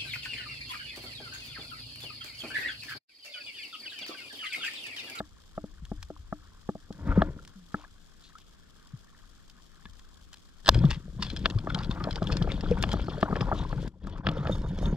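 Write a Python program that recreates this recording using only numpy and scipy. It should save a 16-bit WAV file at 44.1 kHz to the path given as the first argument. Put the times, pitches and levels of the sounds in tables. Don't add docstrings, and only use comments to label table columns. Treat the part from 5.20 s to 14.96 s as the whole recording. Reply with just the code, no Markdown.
import sys
import numpy as np
from scipy import signal
from scipy.fft import rfft, irfft
from scipy.io import wavfile
from scipy.ndimage import uniform_filter1d

SR = 44100
rng = np.random.default_rng(int(sys.argv[2]) if len(sys.argv) > 2 else 0)


def store_wav(level_fs):
    pcm = np.round(np.clip(np.atleast_2d(level_fs), -1, 1) * 32767)
    wavfile.write(sys.argv[1], SR, pcm.T.astype(np.int16))


N = 430416
TIME = np.arange(N) / SR
HIT_TIME = np.arange(SR // 4) / SR
LEAD_IN_S = 0.02

# (frequency [Hz], spectral level [dB])
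SEA_SPECTRUM = [(12, -26), (20, 11.5), (46, -12), (107, -18), (168, -5.5), (825, -28), (1330, -34),
                (2200, -28), (2910, -31.5), (3340, -27), (7520, -37.5), (9670, -50), (11400, -48),
                (13500, -55), (16000, -94)]
# (frequency [Hz], spectral level [dB])
SHRIMP_SPECTRUM = [(700, 0.5), (1200, 1), (1750, -14.5), (2100, -23.5), (2800, -3.5), (3300, 6.5),
                   (4000, 0), (5000, 3.5), (6000, -2), (8000, -5.5), (8900, -14.5), (11000, -11),
                   (15000, -20.5)]
# (frequency [Hz], spectral level [dB])
SURGE_SPECTRUM = [(12, -28.5), (28, 5), (55, 1.5), (90, -1.5), (140, -25), (300, -50.5), (900, -91.5)]
# (time [s], level [dB])
EDDY_NUDGES = [(0.01, -49), (0.36, -49), (0.63, -47), (0.77, -38), (1.0, -41), (1.17, -48), (4.68, -54)]
# (frequency [Hz], level [dB], t60 [s])
HOUSING_MODES = [(203.3, -2, 0.038), (300, -16.5, 0.18), (363.6, -7.5, 0.043), (524, -3.5, 0.021),
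                 (646.5, -3, 0.035), (844, -10.5, 0.03), (1176, -3.5, 0.026), (1314, -1, 0.026),
                 (1712, 2.5, 0.018), (2130, -3.5, 0.0084)]
# (time [s], peak
# level [dB], brightness [Hz])
HOUSING_KNOCKS = [(0.003, -22, 1020), (0.377, -22, 800), (0.4392, -33, 635), (0.716, -29.5, 690),
                  (0.901, -28.5, 640), (1.125, -23, 950), (1.49, -22.5, 805), (1.552, -32, 644),
                  (1.705, -34.5, 605), (2.163, -43, 560), (2.543, -18.5, 1130), (5.639, -24, 934),
                  (6.471, -20.5, 1020), (6.87, -26.5, 770), (7.02, -20.5, 790), (7.1, -26, 1170),
                  (7.217, -25.5, 1080), (7.274, -25, 800), (7.434, -24.5, 700), (7.738, -20, 810),
                  (7.882, -21.5, 830), (8.105, -30, 774), (8.127, -23.5, 850), (8.316, -28.5, 1050),
                  (8.326, -18, 890), (8.527, -25.5, 890), (9.253, -25, 940), (9.297, -27, 920)]
# (time [s], level [dB], frequency [Hz], glide [octaves/s], t60 [s])
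LARGE_BUBBLES = [(0.62, -39, 176, -14, 0.1), (0.9638, -42, 1090, -6, 0.013), (1.974, -9.5, 187, 0, 0.078),
                 (1.974, -15.5, 436, 0, 0.014), (2.19, -41, 1380, 0, 0.026),
                 (2.354, -44.5, 199, -2.5, 0.43), (2.647, -43, 1620, 8, 0.028),
                 (3.153, -41, 1246, 11, 0.061), (3.734, -32, 160, -21, 0.075), (4.656, -44, 1630, 6, 0.052),
                 (5.991, -27, 180.5, 2, 0.054), (6.351, -17, 113, -4, 0.1), (6.545, -22.5, 165, 4, 0.05),
                 (6.694, -16, 156, 13, 0.0085), (7.502, -20, 187, -3.5, 0.11),
                 (7.513, -14.5, 478, 0.5, 0.059), (7.583, -42, 2240, 2.5, 0.02), (7.98, -30, 566, 5, 0.038),
                 (8.45, -30.5, 1000, 2.5, 0.023), (8.21, -18, 150, -11, 0.039),
                 (8.315, -15.5, 797, 8, 0.013), (8.322, -20, 1225, 2.5, 0.025),
                 (9.088, -22, 159, -0.5, 0.071), (9.295, -16, 506, 22, 0.014)]
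# (frequency [Hz], spectral level [dB])
TACKLE_SPECTRUM = [(400, -20), (1000, -4), (1750, -2.5), (2000, -7.5), (2800, -5.5), (3400, 0),
                   (3850, -7.5), (4150, -5.5), (4550, -9), (5100, -7.5), (5900, -17.5), (7500, -26),
                   (9500, -38.5), (15000, -48.5)]
# (time [s], peak level [dB])
NEAR_SNAPS = [(0.652, -40), (0.828, -32), (1.726, -41.5), (2.25, -40.5), (2.276, -39.5), (3.184, -42),
              (4.298, -44), (4.794, -42.5), (5.1307, -36), (5.141, -38), (5.171, -44.5), (7.6259, -20),
              (7.731, -28)]
# (time [s], hold [s], level [dB], centre frequency [Hz])
BUBBLE_PLUMES = [(1.885, .13, -45, 1300), (3.04, 0.043, -60, 4040), (3.21, 0.017, -63, 3280),
                 (6.498, 0.011, -42, 1380), (6.595, 0.023, -40, 1350), (6.717, 0.16, -46.5, 1260),
                 (7.292, 0.017, -47, 2320), (7.417, 0.024, -55, 1360), (7.508, 0.017, -50.5, 2440),
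                 (8.077, .012, -41, 1050), (8.373, 0.047, -48.5, 3630), (9.095, 0.22, -47.5, 1270),
                 (9.676, 0.067, -69, 2180)]
# (multiple of centre frequency [ratio], spectral level [dB])
FIZZ_SPECTRUM = [(.23, -12.5), (.54, -7), (.77, 1), (1, 10.5), (1.3, -7), (1.6, -6), (3.8, -45)]
# (time [s], hold [s], flow [dB], air [dB], rubbing [dB], rise [dB/s], fall [dB/s])
GUN_WAKES = [(1.89, 0.1, -25.5, -52, -63.5, 188, 115), (5.51, 0.17, -27, -51, -57.5, 489, 157)]
# (time [s], hold [s], flow [dB], air [dB], rubbing [dB])
HAND_STROKES = [(2.536, 0.11, -77, -57.5, -63), (5.864, 0.45, -44, -88, -83.5),
                (5.999, 0.29, -38.5, -56.5, -58.5), (6.279, 0.17, -36.5, -57, -66.5),
                (6.469, 0.77, -36, -47.5, -63.5), (7.053, 0.35, -32.5, -45.5, -59.5),
                (7.441, 0.38, -30.5, -43.5, -56.5), (7.797, 0.27, -38, -46, -54),
                (8.096, 0.34, -32.5, -39.5, -60.5), (8.437, 0.24, -35, -50, -59),
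                (8.7, 0.19, -54.5, -74.5, -86), (8.84, 0.17, -39.5, -49.5, -63.5),
                (9.057, 0.3, -33.5, -42, -57.5), (9.374, 0.4, -33, -48.5, -63.5),
                (9.622, 0.11, -27, -45, -77)]
# (frequency [Hz], spectral level [dB])
CHURN_SPECTRUM = [(50, -22.5), (110, -3), (180, -2), (250, -13), (310, -13), (420, -15), (700, -21),
                  (2000, -70.5)]
# (frequency [Hz], spectral level [dB])
GURGLE_SPECTRUM = [(200, -35), (450, 2), (700, -1), (950, 0.5), (1250, -2), (1500, -2.5), (1780, -8.5),
                   (2000, -20), (2700, -25.5), (5000, -54)]
# (frequency [Hz], bandwidth [Hz], level [dB])
HOLLOW_MODES = [(292, 36, 4.5), (530, 35, -1), (901, 46, -5.5), (1374, 48, -8.5), (1670, 90, -21)]
# (frequency [Hz], spectral level [dB])
RUB_SPECTRUM = [(600, -17.5), (1750, -1.5), (2000, 4.5), (2800, 0.5), (3400, 11), (3900, 2), (4500, 3),
                (5200, -3), (6000, -9), (7500, -36.5), (9500, -34.5), (15000, -39.5)]
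# (time [s], knock peak [dB], clack peak [dB])
TACKLE_HITS = [(2.0188, -10.5, -23.5), (4.655, -50, -37), (6.2572, -20, -7.5), (7.637, -20.5, -18),
               (8.028, -10.5, -24.5), (8.156, -24, -33), (8.208, -22.5, -24.5), (8.87, -34, -51),
               (9.0678, -16.5, -19), (9.0879, -22, -21.5), (9.271, -25, -29)]
# (time [s], metal level [dB], stock level [dB], crack t60 [s])
SPEAR_IMPACTS = [(5.4482, -41, -47.5, .008), (5.4605, -25, -34, 0.012), (5.4698, -21.5, -30.5, .012),
                 (5.4798, -14, -27, .011), (5.4838, -34.5, -19.5, .015), (5.4875, -29.5, -4, 0.012),
                 (5.4907, -1, -27.5, 0.008)]
# (frequency [Hz], level [dB], t60 [s])
SPEAR_MODES = [(522, -21.5, 0.024), (968, -17.5, 0.013), (1720, -20.5, 0.011), (3310, -16.5, 0.0076),
               (4260, -10.5, 0.0041), (5000, -10.5, 0.0062)]
# (frequency [Hz], spectral level [dB])
CRACK_SPECTRUM = [(500, -8), (1700, 12), (2000, -9.5), (2800, 3), (3400, 15.5), (4100, 5), (4550, -2),
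                  (5050, 2.5), (5900, -2), (8000, -21), (10500, -33), (12500, -21), (14500, -16.5)]
# (time [s], level [dB], frequency [Hz],
# glide [octaves/s], rise [s], t60 [s])
BAND_FLAPS = [(5.491, -17.5, 43.7, 6.5, 0.0032, 0.11), (5.534, -19, 115.8, 0.5, 0.024, 0.23),
              (5.555, -18.5, 51.6, 8.5, 0.016, 0.22), (5.644, -8.5, 168.6, -12.5, 0.0029, 0.13),
              (5.701, -28.5, 72.7, -4.5, 0.028, 0.12)]
# (time [s], peak level [dB], length [s], resonance [Hz])
LINE_JERKS = [(5.545, -21, 0.015, 1700), (5.589, -33, 0.0025, 4520), (5.652, -34.5, 0.0073, 3370),
              (5.706, -22, .003, 4500), (5.712, -20.5, 0.021, 2190), (5.745, -34.5, 0.016, 3400),
              (6.026, -17, 0.014, 4700), (6.066, -32.5, 0.036, 3400), (6.101, -27, 0.013, 4200),
              (6.164, -26, .006, 3600), (6.171, -29, 0.0031, 5150), (6.3, -28.5, 0.0049, 4200),
              (6.308, -31, .003, 3550), (6.387, -28.5, 0.0044, 4500), (6.501, -32, 0.021, 3420),
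              (6.5468, -18, 0.0041, 3880), (6.589, -30, 0.024, 4500), (6.634, -31, 0.012, 3670),
              (6.646, -32.5, 0.0033, 4230), (6.711, -28, 0.016, 3860), (6.84, -25.5, 0.0069, 4550),
              (6.909, -27.5, 0.0087, 3700), (6.928, -36, 0.0027, 4920), (6.958, -23, 0.01, 4900),
              (7.028, -32.5, .003, 3330), (7.071, -26, 0.0087, 3160), (7.122, -25.5, 0.018, 4860),
              (7.169, -25, 0.0041, 4640), (7.224, -26, 0.0075, 4200), (7.319, -24, 0.013, 3680),
              (7.409, -29, 0.0041, 4940), (7.691, -29, 0.0087, 3460), (7.717, -25, 0.014, 3370),
              (8.163, -32, 0.014, 2650), (8.212, -28, 0.014, 5230), (9.588, -34.5, 0.013, 6350),
              (9.657, -28.5, 0.0085, 3480)]
# (frequency [Hz], bandwidth [Hz], level [dB])
FITTING_MODES = [(2250, 70, 8), (3040, 60, 11), (3380, 70, 12), (3650, 35, 15), (4330, 90, 10),
                 (5130, 60, 6), (5450, 60, 6), (6480, 130, 9), (8740, 200, -5), (10200, 250, -9)]
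# (time [s], level [dB])
FITTING_SHAKES = [(9.18, -60.5), (9.325, -51.5), (9.49, -62), (9.61, -52)]
# (frequency [Hz], correlation [ratio])
MIC_CORRELATION = [(30, 0.36), (500, 1), (1500, 1), (4000, 0.88), (8000, 0.28), (15000, 0.2)]
# (time [s], left minus right [dB])
TURN_BALANCE = [(0, 1), (8.9, 2.5), (9.4, -1.5)]
# (frequency [Hz], left minus right [dB])
MIC_BALANCE = [(30, 3.5), (130, 1.95), (500, 0.3), (950, -0.5), (1300, 0), (1650, 4), (2100, -1),
               (2400, 4.5), (3000, 5.5), (3700, 0.5), (4100, 3), (4600, -0.5), (5100, -6.5), (5800, 0),
               (6400, 8), (7100, 10), (8000, 9), (13000, 8)]
# (frequency [Hz], phase lead of the right [rad])
MIC_PHASE = [(30, 0.094), (130, 0.066), (500, 0.56), (950, 0.71), (1300, 1), (2800, 1), (4200, 1),
             (8000, 0.61)]


def amp(db):
    return 10 ** (np.asarray(db) / 20)


def unit(x):
    return x / np.sqrt(np.mean(x ** 2) + 1e-20)


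def read(points, hz):
    f, value = np.transpose(points)
    return np.interp(np.log(hz + 1), np.log(f + 1), value)


def add(mix, s, sound):
    part = mix[:, max(round(s * SR), 0):][:, :sound.shape[-1]]
    part += sound[..., :part.shape[1]]


def colour(x, spectrum, size=4096):
    log_gain = np.log(amp(read(spectrum, abs(np.fft.fftfreq(size, 1 / SR)))))
    taps = np.fft.ifft(np.exp(np.conj(signal.hilbert(log_gain)))).real
    return signal.fftconvolve(x, taps[None], axes=1)[:, :x.shape[1]]


def pair(two):
    left, other = rfft(two)
    same = np.clip(read(MIC_CORRELATION, np.fft.rfftfreq(two.shape[1], 1 / SR)), 0, 1)
    right = same * left + np.sqrt(1 - same ** 2) * other
    return irfft(np.array([left, right]), two.shape[1])


def wander(hz):
    lowpass = np.exp(-(np.fft.rfftfreq(N, 1 / SR) / hz) ** 2)
    return unit(irfft(rfft(rng.standard_normal(N)) * lowpass, N))


def pops(per_s, spread_db):
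    size = amp(spread_db * np.minimum(rng.exponential(1, N), 4))
    return (rng.random(N) < per_s / SR) * size * rng.choice([-1, 1], N)


def swell(s, hold_s, rise, fall):
    t = TIME[::32]
    db = -rise * np.maximum(s - t, 0) - fall * np.maximum(t - s - hold_s, 0)
    return np.interp(TIME, t, amp(db))


def ring_down(energy, decay_s):
    return np.sqrt(signal.lfilter([1], [1, -np.exp(-1 / (decay_s * SR))], energy))


def damped_tone(hz, glide, rise_s, t60):
    envelope = (1 - np.exp(-(HIT_TIME / rise_s) ** 2)) * amp(-60 * HIT_TIME / t60)
    pitch = hz * 2 ** (glide * np.minimum(HIT_TIME, t60))
    return envelope / envelope.max() * np.sin(2 * np.pi * np.cumsum(pitch) / SR)


def resonate(modes, drive):
    return unit(sum(amp(db) * unit(signal.lfilter(*signal.iirpeak(hz, hz / width, fs=SR), drive))
                    for hz, width, db in modes))


def mottled(x, depth_db, size=256):
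    frames = signal.stft(x, nperseg=size)[2]
    patches = uniform_filter1d(rng.standard_normal(frames.shape[1:]), size=4, axis=0)
    patches = unit(uniform_filter1d(patches, size=6, axis=1))
    return signal.istft(frames * amp(depth_db * np.clip(patches, -2, 2)), nperseg=size)[1][:, :N]


def bubble_cloud(low_hz, high_hz, per_s, cycles, spread_db, count=24):
    cloud = np.zeros(N)
    for hz in np.geomspace(low_hz, high_hz, count):
        t60 = cycles / hz
        bubble = damped_tone(hz, 0.32 / t60, 0.5 / hz, t60)[:SR // 8]
        cloud += signal.oaconvolve(pops(per_s / count, spread_db), bubble)[:N] * np.sqrt(hz)
    return unit(cloud)


def buffeting(glide_db=-65.5, swim_db=-63):
    strength = amp(glide_db) + amp(swim_db) * swell(0, hold_s=0.26, rise=0, fall=3)
    strength += sum(amp(db) * swell(s, 0, rise=301, fall=169.5) for s, db in EDDY_NUDGES)
    rumble = colour(rng.standard_normal((1, N)), SURGE_SPECTRUM)
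    return strength * unit(rumble * amp(3 * wander(hz=2.8)))


def reef(sea_db=-56.5, trickle_db=-68, shrimp_db=-66, hush_s=8.69, hush_db=-17):
    sea = amp(sea_db) * unit(colour(rng.standard_normal((2, N)), SEA_SPECTRUM))
    rumble = buffeting()
    trickle = bubble_cloud(1020, 1750, per_s=400, cycles=30, spread_db=2.2, count=20)
    trickle *= amp(3 * np.tanh(wander(hz=10)))
    snaps = ring_down(pops(per_s=600, spread_db=3.5) ** 2, decay_s=0.0015)
    shrimp = colour(snaps * rng.standard_normal((2, N)), SHRIMP_SPECTRUM)
    hush = amp(hush_db * uniform_filter1d(1. * (TIME > hush_s), size=1000))
    return rumble + hush * (sea + amp(trickle_db) * unit(trickle) + amp(shrimp_db) * unit(shrimp))


def housing_ring(corner_hz, bass_db, scatter_db=3.5, bass_hz=330, bounce=0.058, bounce_s=0.0033):
    hz, db, t60 = np.transpose(HOUSING_MODES)[:, :, None]
    db = db + bass_db / (1 + (hz / bass_hz) ** 4) + scatter_db * rng.standard_normal(hz.shape)
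    polarity = (-1) ** np.arange(len(hz))[:, None] * np.sign(1000 - hz)
    ring = (polarity * amp(db - 60 * HIT_TIME / t60) * np.sin(2 * np.pi * hz * HIT_TIME)).sum(0)
    ring -= bounce * np.interp(HIT_TIME - bounce_s, HIT_TIME, ring, left=0)
    ring = signal.sosfilt(signal.butter(5, corner_hz, fs=SR, output="sos"), ring)
    return ring / abs(ring - uniform_filter1d(ring, size=100)).max()


def blow(db, brightness_hz, firm_db=-27):
    bass_db = 2 + 1.35 * np.clip(firm_db - db, 0, 16)
    return amp(db) * housing_ring(1.374 * brightness_hz, bass_db)


def knocks():
    out = np.zeros((2, N))
    for s, db, hz in HOUSING_KNOCKS:
        add(out, s, blow(db, hz))
    return out


def large_bubbles(rise_cycles=0.92):
    out = np.zeros((2, N))
    for s, db, hz, glide, t60 in LARGE_BUBBLES:
        add(out, s, amp(db) * damped_tone(hz, glide, rise_cycles / hz, t60))
    return out


def tackle_spectrum(treble_db):
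    return [(hz, db + treble_db / (1 + (6000 / hz) ** 4)) for hz, db in TACKLE_SPECTRUM]


def contact(spectrum, t60, lead_s, scrape):
    t = HIT_TIME - LEAD_IN_S
    envelope = np.where(t < 0, scrape * np.exp(-abs(t) / lead_s), amp(-60 * abs(t) / t60))
    noise = pair(rng.standard_normal((2, len(t))))
    burst = colour(noise * uniform_filter1d(envelope, size=40), spectrum)
    return burst / abs(burst.mean(0)).max()


def click(db, t60, treble_db):
    return amp(db) * contact(tackle_spectrum(treble_db), t60, lead_s=0.33 * t60, scrape=0.089)


def near_snaps():
    out = np.zeros((2, N))
    for s, db in NEAR_SNAPS:
        add(out, s - LEAD_IN_S, click(db, t60=0.02, treble_db=21))
    return out


def plumes(flutter_db=4.5):
    out = np.zeros((1, N))
    flutter = unit(amp(flutter_db * wander(hz=60)))
    for s, hold_s, db, hz in BUBBLE_PLUMES:
        spectrum = [(hz * multiple, level) for multiple, level in FIZZ_SPECTRUM]
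        fizz = unit(colour(rng.standard_normal((1, SR)), spectrum))
        out += amp(db) * swell(s, hold_s, rise=696, fall=600) * np.resize(fizz, N)
    return out * flutter


def motion(stroke_rise_db_per_s=587, stroke_fall_db_per_s=1108):
    strokes = [(*row, stroke_rise_db_per_s, stroke_fall_db_per_s) for row in HAND_STROKES]
    power = np.zeros((3, N))
    for s, hold_s, flow_db, air_db, rub_db, rise, fall in list(GUN_WAKES) + strokes:
        power += (amp([[flow_db], [air_db], [rub_db]]) * swell(s, hold_s, rise, fall)) ** 2
    return np.sqrt(power)


def wake(flow, air, swing, surge_db=-1, churn_db=-2, clump_db=7.5):
    surge = unit(colour(rng.standard_normal((1, N)), SURGE_SPECTRUM))
    large = bubble_cloud(104.5, 482, per_s=420, cycles=3.1, spread_db=5)
    churn = unit(colour(large[None], CHURN_SPECTRUM))
    small = np.array([bubble_cloud(420, 3000, per_s=800, cycles=9, spread_db=3.7) for side in range(2)])
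    wash = 0.6 * rng.standard_normal((2, N))
    clumps = mottled(pair(small + wash), depth_db=5, size=512)
    gurgle = unit(colour(clumps, GURGLE_SPECTRUM) * amp(clump_db * np.tanh(wander(hz=44.3))))
    calm = 1 - 0.57 * swing
    return flow * (amp(surge_db) * surge + amp(churn_db) * calm * churn) + air * gurgle


def hollow_rush(flow, swing, flow_db=-9, swing_db=-39):
    ring = resonate(HOLLOW_MODES, rng.standard_normal(N))
    ring = signal.sosfilt(signal.butter(4, 2000, fs=SR, output="sos"), ring)
    sputter = unit(amp(3.5 * wander(hz=70)))
    return (amp(flow_db) * flow + amp(swing_db) * swing) * ring * sputter


def line_rub(rubbing, gain_db=0.5, hiss=0.17):
    ticks = unit(np.array([pops(per_s=1500, spread_db=3.5) for side in range(2)]))
    ticks += hiss * rng.standard_normal((2, N))
    clumps = mottled(pair(ticks) * amp(2.5 * wander(hz=45)), depth_db=4.5)
    return amp(gain_db) * rubbing * unit(colour(clumps, RUB_SPECTRUM))


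def line_crackle(rubbing, gain_db=-5):
    envelope = ring_down(pops(per_s=30, spread_db=4) ** 2, decay_s=0.0018)
    ticks = pair(rng.standard_normal((2, N))) * envelope
    return amp(gain_db) * rubbing * unit(colour(ticks, tackle_spectrum(treble_db=18.5)))


def clacks():
    out = np.zeros((2, N))
    for s, knock_db, clack_db in TACKLE_HITS:
        add(out, s, blow(knock_db, brightness_hz=1050))
        add(out, s - LEAD_IN_S, click(clack_db, t60=0.018, treble_db=-28))
    return out


def speargun(pan_db=1.5, dulling=0.8, squeal_s=5.486, squeal_hz=7910, squeal_db=-40):
    out = np.zeros((2, N))
    spear_ring = sum(amp(db) * damped_tone(hz, 0, 0.0019, t60) for hz, db, t60 in SPEAR_MODES)
    rightward = amp([[-pan_db], [pan_db]])
    for s, metal_db, stock_db, t60 in SPEAR_IMPACTS:
        spectrum = [(hz, db + dulling * metal_db / (1 + (9000 / hz) ** 4)) for hz, db in CRACK_SPECTRUM]
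        crack = contact(spectrum, t60, lead_s=0.0012, scrape=0.39)
        thud = housing_ring(corner_hz=2180, bass_db=-4, scatter_db=4) * np.exp(-2 * HIT_TIME / t60)
        add(out, s - LEAD_IN_S, amp(metal_db) * rightward * crack)
        add(out, s, amp(metal_db) * spear_ring + amp(stock_db) * thud)
    squeal = swell(squeal_s, 0, rise=997, fall=3002.5) * np.sin(2 * np.pi * squeal_hz * TIME)
    return out + amp(squeal_db) * squeal


def rubber_bands():
    out = np.zeros((2, N))
    for s, db, hz, glide, rise_s, t60 in BAND_FLAPS:
        add(out, s, amp(db) * damped_tone(hz, glide, rise_s, t60))
    return out


def line_jerks(slips_per_s=270, weak_db=-4, ring_db=8.5, ring_octaves=0.22, comb_db=4.5, comb_hz=880):
    out = np.zeros((2, N))
    t = HIT_TIME[:SR // 8] - LEAD_IN_S
    f = np.geomspace(200, 16000, 300)
    for s, db, length_s, hz in LINE_JERKS:
        run = np.exp(-abs(t) / length_s * np.where(t < 0, 4, 2))
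        slips = (rng.random(len(t)) < slips_per_s / SR) * rng.random(len(t))
        energy = amp(weak_db) ** 2 * run * (0.0008 + slips)
        energy[round(LEAD_IN_S * SR)] = 1
        resonance = ring_db * np.exp(-(np.log2(f / hz) / ring_octaves) ** 2)
        comb = comb_db * np.cos(2 * np.pi * (f / comb_hz + rng.random()))
        levels = read(tackle_spectrum(treble_db=5), f) + resonance + comb
        ticks = pair(rng.standard_normal((2, len(t)))) * ring_down(energy, decay_s=0.00098)
        burst = colour(ticks, np.transpose([f, levels]))
        add(out, s - LEAD_IN_S, amp(db) * burst / abs(burst.mean(0)).max())
    return out


def fittings(ping_s=9.321, ping_hz=3630, ping_db=-33):
    contacts = np.array([pops(per_s=220, spread_db=3) for side in range(2)])
    ring = mottled(pair(resonate(FITTING_MODES, contacts)), depth_db=4, size=1024)
    shaking = sum(amp(db) * swell(s, 0, rise=401, fall=132.5) for s, db in FITTING_SHAKES)
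    out = unit(ring) * shaking
    add(out, ping_s, amp(ping_db) * damped_tone(ping_hz, glide=0, rise_s=0.002, t60=0.08))
    return out


def scene():
    flow, air, rubbing = motion()
    s, hold_s, *_, rise, fall = GUN_WAKES[0]
    swing = swell(s, hold_s, rise, fall)
    water = large_bubbles() + wake(flow, air, swing) + hollow_rush(np.sqrt(flow * air), swing) + plumes()
    friction = line_rub(rubbing) + line_crackle(rubbing)
    transients = knocks() + clacks() + line_jerks() + near_snaps() + fittings()
    shot = speargun() + rubber_bands()
    turn = amp(np.interp(TIME, *np.transpose(TURN_BALANCE)) / 2)
    return (water + friction + transients + shot + reef()) * np.array([turn, 1 / turn])


def record(dry, cutoff_hz=15700):
    hz = np.fft.rfftfreq(N, 1 / SR)
    left_response = amp(read(MIC_BALANCE, hz) / 2) * np.exp(-0.5j * read(MIC_PHASE, hz))
    at_mics = irfft(rfft(dry) * np.array([left_response, 1 / left_response]), N)
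    clipped = np.clip(at_mics, -1, 1)
    lowpass = signal.firwin(255, cutoff_hz, window=("kaiser", 8), fs=SR)
    return signal.oaconvolve(clipped, lowpass[None], "same")


dry = scene()
out = record(dry)
store_wav(out)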